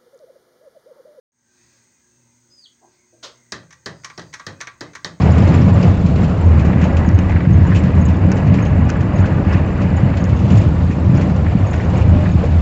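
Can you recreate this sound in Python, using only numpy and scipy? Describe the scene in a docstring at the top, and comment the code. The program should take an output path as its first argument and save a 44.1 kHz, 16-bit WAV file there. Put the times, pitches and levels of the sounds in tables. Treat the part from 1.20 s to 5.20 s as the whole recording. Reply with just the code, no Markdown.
"""Poultry feeding on a wooden porch

Heard from an open doorway, hard pecks knock on the boards about three times a second, with lighter
double taps ringing a dish between them. Before that a young bird peeps, a hen clucks softly and
something scuffs. The room behind the doorway rings after each hit and call, over a faint bed of
mains hum, yard rustle and hiss that swells softly early on."""
import sys
import numpy as np
from scipy import signal
from scipy.fft import rfft, irfft
from scipy.io import wavfile
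from scipy.ndimage import uniform_filter1d

SR = 44100
rng = np.random.default_rng(int(sys.argv[2]) if len(sys.argv) > 2 else 0)


def master(y):
    """Save y as 16-bit WAV."""
    cut = np.clip(np.atleast_2d(y).T, -1, 1)
    pcm = np.round(cut * 32767)  # scale
    wavfile.write(sys.argv[1], SR, pcm.astype(np.int16))


N = 176400
T = np.arange(N) / SR
AGE = T[:SR]  # seconds since a hit

# reverb time of the room (frequency [Hz], t60 [s])
ROOM_DECAY = [(80, 1), (210, 0.51), (560, 0.35), (1470, 0.27), (3880, 0.25), (8000, 0.18), (15000, 0.065)]
# tone of the air and hiss (frequency [Hz], gain [dB])
AIR_EQ = [(25, -33), (60, -3), (120, -0.5), (330, -3), (480, -12), (750, -15), (1200, -12.5), (2000, -15),
          (3000, -18.5), (4500, -14.5), (5600, -12.5), (6450, 2.5), (7400, -14), (8600, -6.5),
          (8950, -35.5), (13800, -39), (15200, -17.5), (16000, -25)]
# mains hum partials (frequency [Hz], level [dB])
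HUM_PARTIALS = [(120, -70.5), (240, -71.5), (360, -74.5)]
# resonances of the yard rustle (centre [Hz], width [Hz], gain [dB])
RUSTLE_BANDS = [(562, 59, -4.5), (939, 127, -1), (1580, 93, 2), (2025, 210, 3), (2456, 78, -3.5),
                (4620, 1000, -8.5)]
# fader ride of the rustle (time [s], level [dB])
RUSTLE_RIDE = [(.1, -67.5), (.38, -69), (.6, -67.5), (.85, -72), (1.3, -70.5), (1.6, -74), (1.75, -65),
               (2.0, -70), (2.3, -68), (4, -60.5)]
# soft swells of background hiss (peak time [s], half length [s], level [dB])
HISS_SWELLS = [(0.393, .09, -65.5), (.56, 0.095, -65.5), (1.744, 0.058, -68.5)]
# tone of the swells (frequency [Hz], gain [dB])
SWELL_EQ = [(200, -6), (550, -4), (1200, 1), (2000, -4), (2550, 8), (2900, -10), (3600, 0), (4500, 6),
            (5500, 3.5), (7000, -10), (9000, -30)]
# the young bird's peep (time [s], pitch [Hz], level [dB])
NEAR_CALL = [(1.3, 5000, -66), (1.322, 5060, -53.5), (1.381, 4970, -60.5), (1.389, 4900, -45.5),
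             (1.402, 4770, -65), (1.442, 4510, -48), (1.452, 3590, -54), (1.46, 3280, -45.5),
             (1.466, 3020, -53), (1.478, 3040, -73)]
# a faint, blurred whistle farther off (time [s], pitch [Hz], level [dB])
FAR_CALL = [(2.7, 4930, -69), (2.78, 4820, -66), (3.08, 4710, -65), (3.14, 4600, -70)]
# octave overtone against the peep's fundamental (time [s], gain [dB])
OVERTONE_RIDE = [(1.35, -48), (1.39, -27), (1.43, -32), (1.46, -48)]
# the hen's clucks (time [s], length [s], pitch [Hz], throat resonance [Hz], level [dB])
CLUCK_NOTES = [(1.606, 0.064, 400.6, 856, -57), (1.921, 0.044, 369.5, 530, -56.5)]
# tone of the scuff (frequency [Hz], gain [dB])
SCUFF_EQ = [(100, -24.5), (380, -7.5), (520, 0.5), (750, -8), (1080, -1), (1350, -3), (2500, -11.5),
            (3200, -2), (4800, -3.5), (6500, -6), (8500, -24.5), (10300, -37), (10900, -26), (11500, -46),
            (13500, -41), (15500, -30)]
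# hard pecks (time [s], bass [dB], middle [dB], treble [dB], crack centre [Hz], favoured ring [Hz])
PECK_HITS = [(2.321, -36.5, -34, -32.5, 5160, 151), (2.6595, -34.5, -34.5, -35, 4900, 185),
             (2.977, -36, -41.5, -42.5, 5460, 170), (3.2655, -35.5, -36, -37.5, 4930, 105),
             (3.608, -34.5, -38, -39, 4950, 374), (3.8458, -35, -33, -31, 5060, 166)]
# the beak lands again (time [s], level [dB])
BEAK_BOUNCES = [(2.994, -40), (3.016, -47.5), (3.287, -51)]
# modes of the boards (frequency [Hz], gain [dB], t60 [s])
BOARD_MODES = [(99, 1.5, 0.46), (117.25, -2, 0.8), (150.3, -2.5, .55), (166.8, 0.5, 0.34), (235, -9, 0.37),
               (296, 0.5, 0.46), (318, 0, 0.32), (366, 2.5, 0.3), (414, 3.5, 0.19), (482.5, -1, 0.24),
               (547, -3, 0.23), (614, -10, .24), (650, 0, 0.27), (878, -0.5, 0.22), (1037, -6, 0.24),
               (1170, -0.5, 0.24), (1600, -2, 0.16), (1810, 2, 0.14), (1910, 6, .06), (1930, 2, 0.14)]
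# tone of a knock on wood (frequency [Hz], gain [dB])
KNOCK_EQ = [(25, -62), (50, -14.5), (75, -4), (98, -2.5), (170, 2), (270, -3.5), (550, 0.5), (780, -4),
            (1150, -1.5), (1380, -4), (1650, 1), (1950, 2), (2350, -12), (3000, -9.5), (4100, -4),
            (5200, -10), (6500, -8), (8000, -23), (11000, -42), (16000, -61)]
# tone of the beak's crack (frequency [multiple of its centre], gain [dB])
CRACK_EQ = [(.06, -14.5), (.62, -18), (.78, -1.5), (1.04, 3), (1.3, -11), (1.6, -19.5), (2.1, -32.5),
            (2.7, -36), (3.1, -33)]
# light taps on the dish (time [s], ring [dB], tick [dB], favoured ring [Hz])
DISH_HITS = [(2.506, -53, -55, 1800), (2.526, -50.5, -53, 1790), (2.835, -51.5, -56.5, 1800),
             (2.845, -37.5, -38, 1180), (2.899, -43, -54.5, 1100), (3.128, -48, -54, 1900),
             (3.138, -37.5, -40.5, 1900), (3.195, -39.5, -51.5, 1070), (3.404, -38, -46, 1100),
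             (3.4103, -34.5, -38, 1520), (3.4706, -36, -45.5, 2500), (3.733, -52.5, -57, 1580),
             (3.751, -37.5, -44.5, 1600)]
# modes of the dish (frequency [Hz], gain [dB], t60 [s])
DISH_MODES = [(990, -11, 0.15), (1050, -2.5, 0.23), (1154, 0.5, 0.23), (1466, -8, 0.17), (1555, -3, 0.12),
              (1610, -1.5, 0.19), (1737, 0, 0.091), (1810, -1.5, 0.13), (1920, 1.5, 0.13),
              (2073, -5, 0.069), (2188, 8, 0.055), (2306, 6.5, 0.042), (2530, -2, 0.052)]
# tone of the dish's body (frequency [Hz], gain [dB])
DISH_EQ = [(100, -19), (400, -11.5), (750, -10), (1050, -1.5), (1600, -1.5), (2350, -4.5), (2850, -16),
           (4000, -9), (8000, -54)]
# tone of the beak's tick on the dish (frequency [Hz], gain [dB])
TICK_EQ = [(800, -23), (2900, -7), (3500, -5.5), (5200, -2.5), (6200, 5), (7000, -6.5), (8500, -17.5),
           (11000, -29.5), (16000, -40)]

BODY_LAG_S = 0.001253  # boards and dish answer just after the beak


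def amp(db):
    """Decibels to gain."""
    return 10 ** (np.asarray(db) / 20)


def rms(x):
    """Root mean square."""
    return np.sqrt(np.mean(x ** 2))


def level_hit(x, db=0):
    """Sets a hit's level by its first 40 ms."""
    return x * amp(db) / rms(x[:int(0.04 * SR)])


def read_curve(points, hz):
    """Reads a table on a log-frequency axis."""
    freqs, values = np.array(points, float).T
    return np.interp(np.log(np.maximum(hz, 1)), np.log(freqs), values)


def add(out, start, x):
    """Mixes a sound in at its start time."""
    i = int(start * SR)
    out[i:i + len(x)] += x[:N - i]


def eq(x, points, size=4096):
    """Minimum-phase EQ: no ringing ahead of an attack."""
    hz = np.arange(size // 2 + 1) * SR / size
    cepstrum = irfft(np.log(amp(read_curve(points, hz))))
    cepstrum[1:size // 2] *= 2
    cepstrum[size // 2 + 1:] = 0
    return signal.fftconvolve(x, irfft(np.exp(rfft(cepstrum))))[:len(x)]


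def passband(x, hz, kind, order=4):
    """Low-, high- or band-pass."""
    return signal.sosfilt(signal.butter(order, hz, kind, fs=SR, output="sos"), x)


def decay(t60):
    """Envelope that falls 60 dB in t60 seconds."""
    return np.exp(-np.log(1000) * AGE / t60)


def burst(t60):
    """Decaying noise."""
    return rng.standard_normal(SR) * decay(t60)


def wander(rate_hz):
    """Smooth random modulation with an RMS of 1."""
    hold = int(SR / rate_hz)
    steps = np.repeat(rng.standard_normal(N // hold + 1), hold)
    glide = uniform_filter1d(steps, hold)[:N]
    return glide / rms(glide)


def room_tail():
    """Dense reflections in octave bands; the lows last longest."""
    spectrum, hz = rfft(rng.standard_normal(SR)), np.arange(SR // 2 + 1)
    tail = 0
    for low_hz in 22.5 * 2. ** np.arange(11):
        octave = irfft(spectrum * (hz >= low_hz) * (hz < 2 * low_hz))
        tail += octave * decay(read_curve(ROOM_DECAY, low_hz * np.sqrt(2)))
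    return tail


def in_room(x, wet_db):
    """Direct sound plus reflections, at about the same overall level."""
    tail = room_tail()
    wet = signal.fftconvolve(x, tail / np.linalg.norm(tail))[:N]
    return (x + amp(wet_db) * wet) / np.hypot(1, amp(wet_db))


def room_tone(air_db=-61):
    """Quiet air, a high hiss and a wavering mains hum."""
    air = eq(rng.standard_normal(N), AIR_EQ)
    hum = 0
    for hz, db in HUM_PARTIALS:
        envelope = np.sqrt(2) * amp(db) * (1 + 0.5 * wander(7.22))
        hum += envelope * np.sin(2 * np.pi * hz * T + 1.2 * wander(14))
    return air / rms(air) * amp(air_db + 0.95 * wander(2.97)) + hum


def yard_rustle(drift=0.035, flicker_db=3.4):
    """A faint rustle: bands of noise that each drift in pitch and flicker in level."""
    out = 0
    for hz, width_hz, db in RUSTLE_BANDS:
        phase = 2 * np.pi * np.cumsum(hz * (1 + drift * wander(8))) / SR
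        noise = rng.standard_normal(N) + 1j * rng.standard_normal(N)
        band = np.real(passband(noise, width_hz / 2, "low", order=2) * np.exp(1j * phase))
        out += band / rms(band) * amp(db + flicker_db * wander(11))
    return out / rms(out) * amp(np.interp(T, *np.array(RUSTLE_RIDE).T))


def hiss_swells():
    """Soft swells of broad background hiss."""
    noise = eq(rng.standard_normal(N), SWELL_EQ)
    swells = sum(amp(db) * np.exp(-((T - peak_s) / half_s) ** 2) for peak_s, half_s, db in HISS_SWELLS)
    return noise / rms(noise) * swells


def peep(call, waver, room_db, flutter_hz=135, break_hz=500):
    """A thin, wavering whistle that flutters as it sinks, fully so once it has dropped by break_hz."""
    times, hz, db = np.array(call).T
    pitch = np.interp(T, times, hz)
    phase = 2 * np.pi * np.cumsum(pitch * (1 + waver * wander(600))) / SR
    breakup = np.clip((hz[0] - pitch) / break_hz, 0, 1)
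    flutter = 1 + 0.67 * breakup * np.sin(2 * np.pi * flutter_hz * T + wander(60))
    envelope = np.sqrt(2) * amp(np.interp(T, times, db)) * (T > times[0]) * (T < times[-1])
    overtone = amp(np.interp(T, *np.array(OVERTONE_RIDE).T)) * np.sin(2 * phase)
    return in_room(envelope * flutter * (np.sin(phase) + overtone), room_db)


def clucks(fall=0.106, roughness=0.14, throat_octaves=0.3, chest_db=1.5):
    """Short, rasping, falling notes through one throat resonance, over a chesty fundamental."""
    out = np.zeros(N)
    for start, length, pitch_hz, throat_hz, db in CLUCK_NOTES:
        progress = np.linspace(0, 1, int(length * SR))
        pitch = pitch_hz * (1 - fall * progress + roughness * wander(300)[:len(progress)])
        phase = 2 * np.pi * np.cumsum(pitch) / SR
        voice = amp(chest_db) * np.sin(phase)
        for harmonic in (1, 2, 3):
            octaves_off = np.log2(harmonic * pitch_hz / throat_hz)
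            voice += np.exp(-0.5 * (octaves_off / throat_octaves) ** 2) * np.sin(harmonic * phase)
        breath = rng.standard_normal(len(progress)) * (1 + np.sin(phase))
        rasp = passband(breath, throat_hz * 2. ** np.array([-throat_octaves, throat_octaves]), "band")
        note = (voice + 0.99 * rasp / rms(rasp)) * np.sin(np.pi * progress)
        add(out, start, note * amp(db) / rms(note))
    return in_room(out, wet_db=2)


def scuff(start=2.027, attack_s=0.018, db=-35.5):
    """One brief scuff that swells and dies away in the room."""
    out = np.zeros(N)
    swell = np.minimum((AGE + 0.0016) / attack_s, 1)
    scrape = swell * (burst(t60=0.25) + amp(4) * room_tail())
    add(out, start, level_hit(eq(scrape, SCUFF_EQ), db))
    return out


def ring(modes, scatter_db=2.5, detune=0.0041):
    """Decaying modes, struck at a slightly different spot each time."""
    out = 0
    for hz, db, t60 in modes:
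        gain = amp(db + scatter_db * rng.standard_normal())
        tuned_hz = hz * (1 + detune * rng.standard_normal())
        out += gain * decay(t60) * np.sin(2 * np.pi * (tuned_hz * AGE + rng.random()))
    attack = 1 - decay(0.0032)
    return level_hit(out * attack)


def struck_at(x, hz, db, width_ratio=1.17):
    """The spot that is struck brings out the modes around one frequency."""
    return x + amp(db) * passband(x, [hz / width_ratio, hz * width_ratio], "band", order=1)


def beak_crack(centre_hz):
    """The brief bright snap of the beak."""
    attack = np.minimum(0.76 + AGE / 0.00075, 1)
    return eq(burst(t60=0.033) * attack, np.array(CRACK_EQ) * [centre_hz, 1])


def board_pecks(bass_edge_hz=990, treble_edge_hz=3130, knock_t60=0.055):
    """The beak cracks on wood, the boards thud and the room answers; some pecks bounce."""
    out = np.zeros(N)
    low_modes = [mode for mode in BOARD_MODES if mode[0] < bass_edge_hz]
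    high_modes = [mode for mode in BOARD_MODES if mode[0] >= bass_edge_hz]
    for start, bass_db, middle_db, treble_db, crack_hz, spot_hz in PECK_HITS:
        knock = eq(room_tail() + amp(3.5) * burst(knock_t60), KNOCK_EQ)
        boom = level_hit(passband(eq(room_tail(), KNOCK_EQ), bass_edge_hz, "low"))
        thud = struck_at(boom + amp(-2) * ring(low_modes), spot_hz, db=-4)
        thud = passband(thud, 55, "high", order=2)  # cut the rumble below 55 Hz from the thud
        middle = level_hit(passband(knock, [bass_edge_hz, treble_edge_hz], "band"))
        middle += amp(-5.5) * ring(high_modes)
        treble = level_hit(passband(knock, treble_edge_hz, "high"))
        treble += level_hit(beak_crack(crack_hz), db=2)
        add(out, start, level_hit(treble, treble_db))
        add(out, start + BODY_LAG_S, level_hit(thud, bass_db) + level_hit(middle, middle_db))
    for start, db in BEAK_BOUNCES:
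        bounce = eq(burst(knock_t60) + amp(-12.5) * room_tail(), KNOCK_EQ)
        add(out, start, level_hit(bounce, db))
    return out


def dish_taps():
    """The beak lands with a hard click and a bright, grazing tick, then the dish rings briefly."""
    out = np.zeros(N)
    graze = np.minimum(0.47 + AGE / 0.0038, 1)  # slightly softened attack
    for start, ring_db, tick_db, spot_hz in DISH_HITS:
        clatter = level_hit(eq(burst(t60=0.1) + amp(-8.5) * room_tail(), DISH_EQ))
        body = level_hit(graze * (clatter + amp(1) * ring(DISH_MODES)))
        click = level_hit(eq(burst(t60=0.0056), DISH_EQ), db=-12.5)
        dish = struck_at(body + click, spot_hz, db=-6)
        tick = eq(graze * (burst(t60=0.056) + amp(-13) * room_tail()), TICK_EQ)
        add(out, start, level_hit(tick, tick_db))
        add(out, start + BODY_LAG_S, level_hit(dish, ring_db))
    return out


def scene():
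    """Mono mix: pecking in front, birds and yard behind."""
    near_peep = peep(NEAR_CALL, waver=0.016, room_db=-2)
    far_peep = peep(FAR_CALL, waver=0.035, room_db=12)
    birds = near_peep + far_peep + clucks()
    foley = board_pecks() + dish_taps() + scuff()
    bed = yard_rustle() + hiss_swells() + room_tone()
    return (bed + birds + foley)[None]


def record(dry, open_s=0.12, fade_s=0.31, top_hz=16100):
    """Master: a moment of silence, a quick fade-in and a steep cut of the extreme top."""
    fade_in = 0.086 * (T > open_s) + 0.9 * np.clip((T - open_s) / fade_s, 0, 1)
    return signal.sosfilt(signal.ellip(8, 0.2, 70, top_hz, fs=SR, output="sos"), dry * fade_in)


dry = scene()
out = record(dry)
master(out)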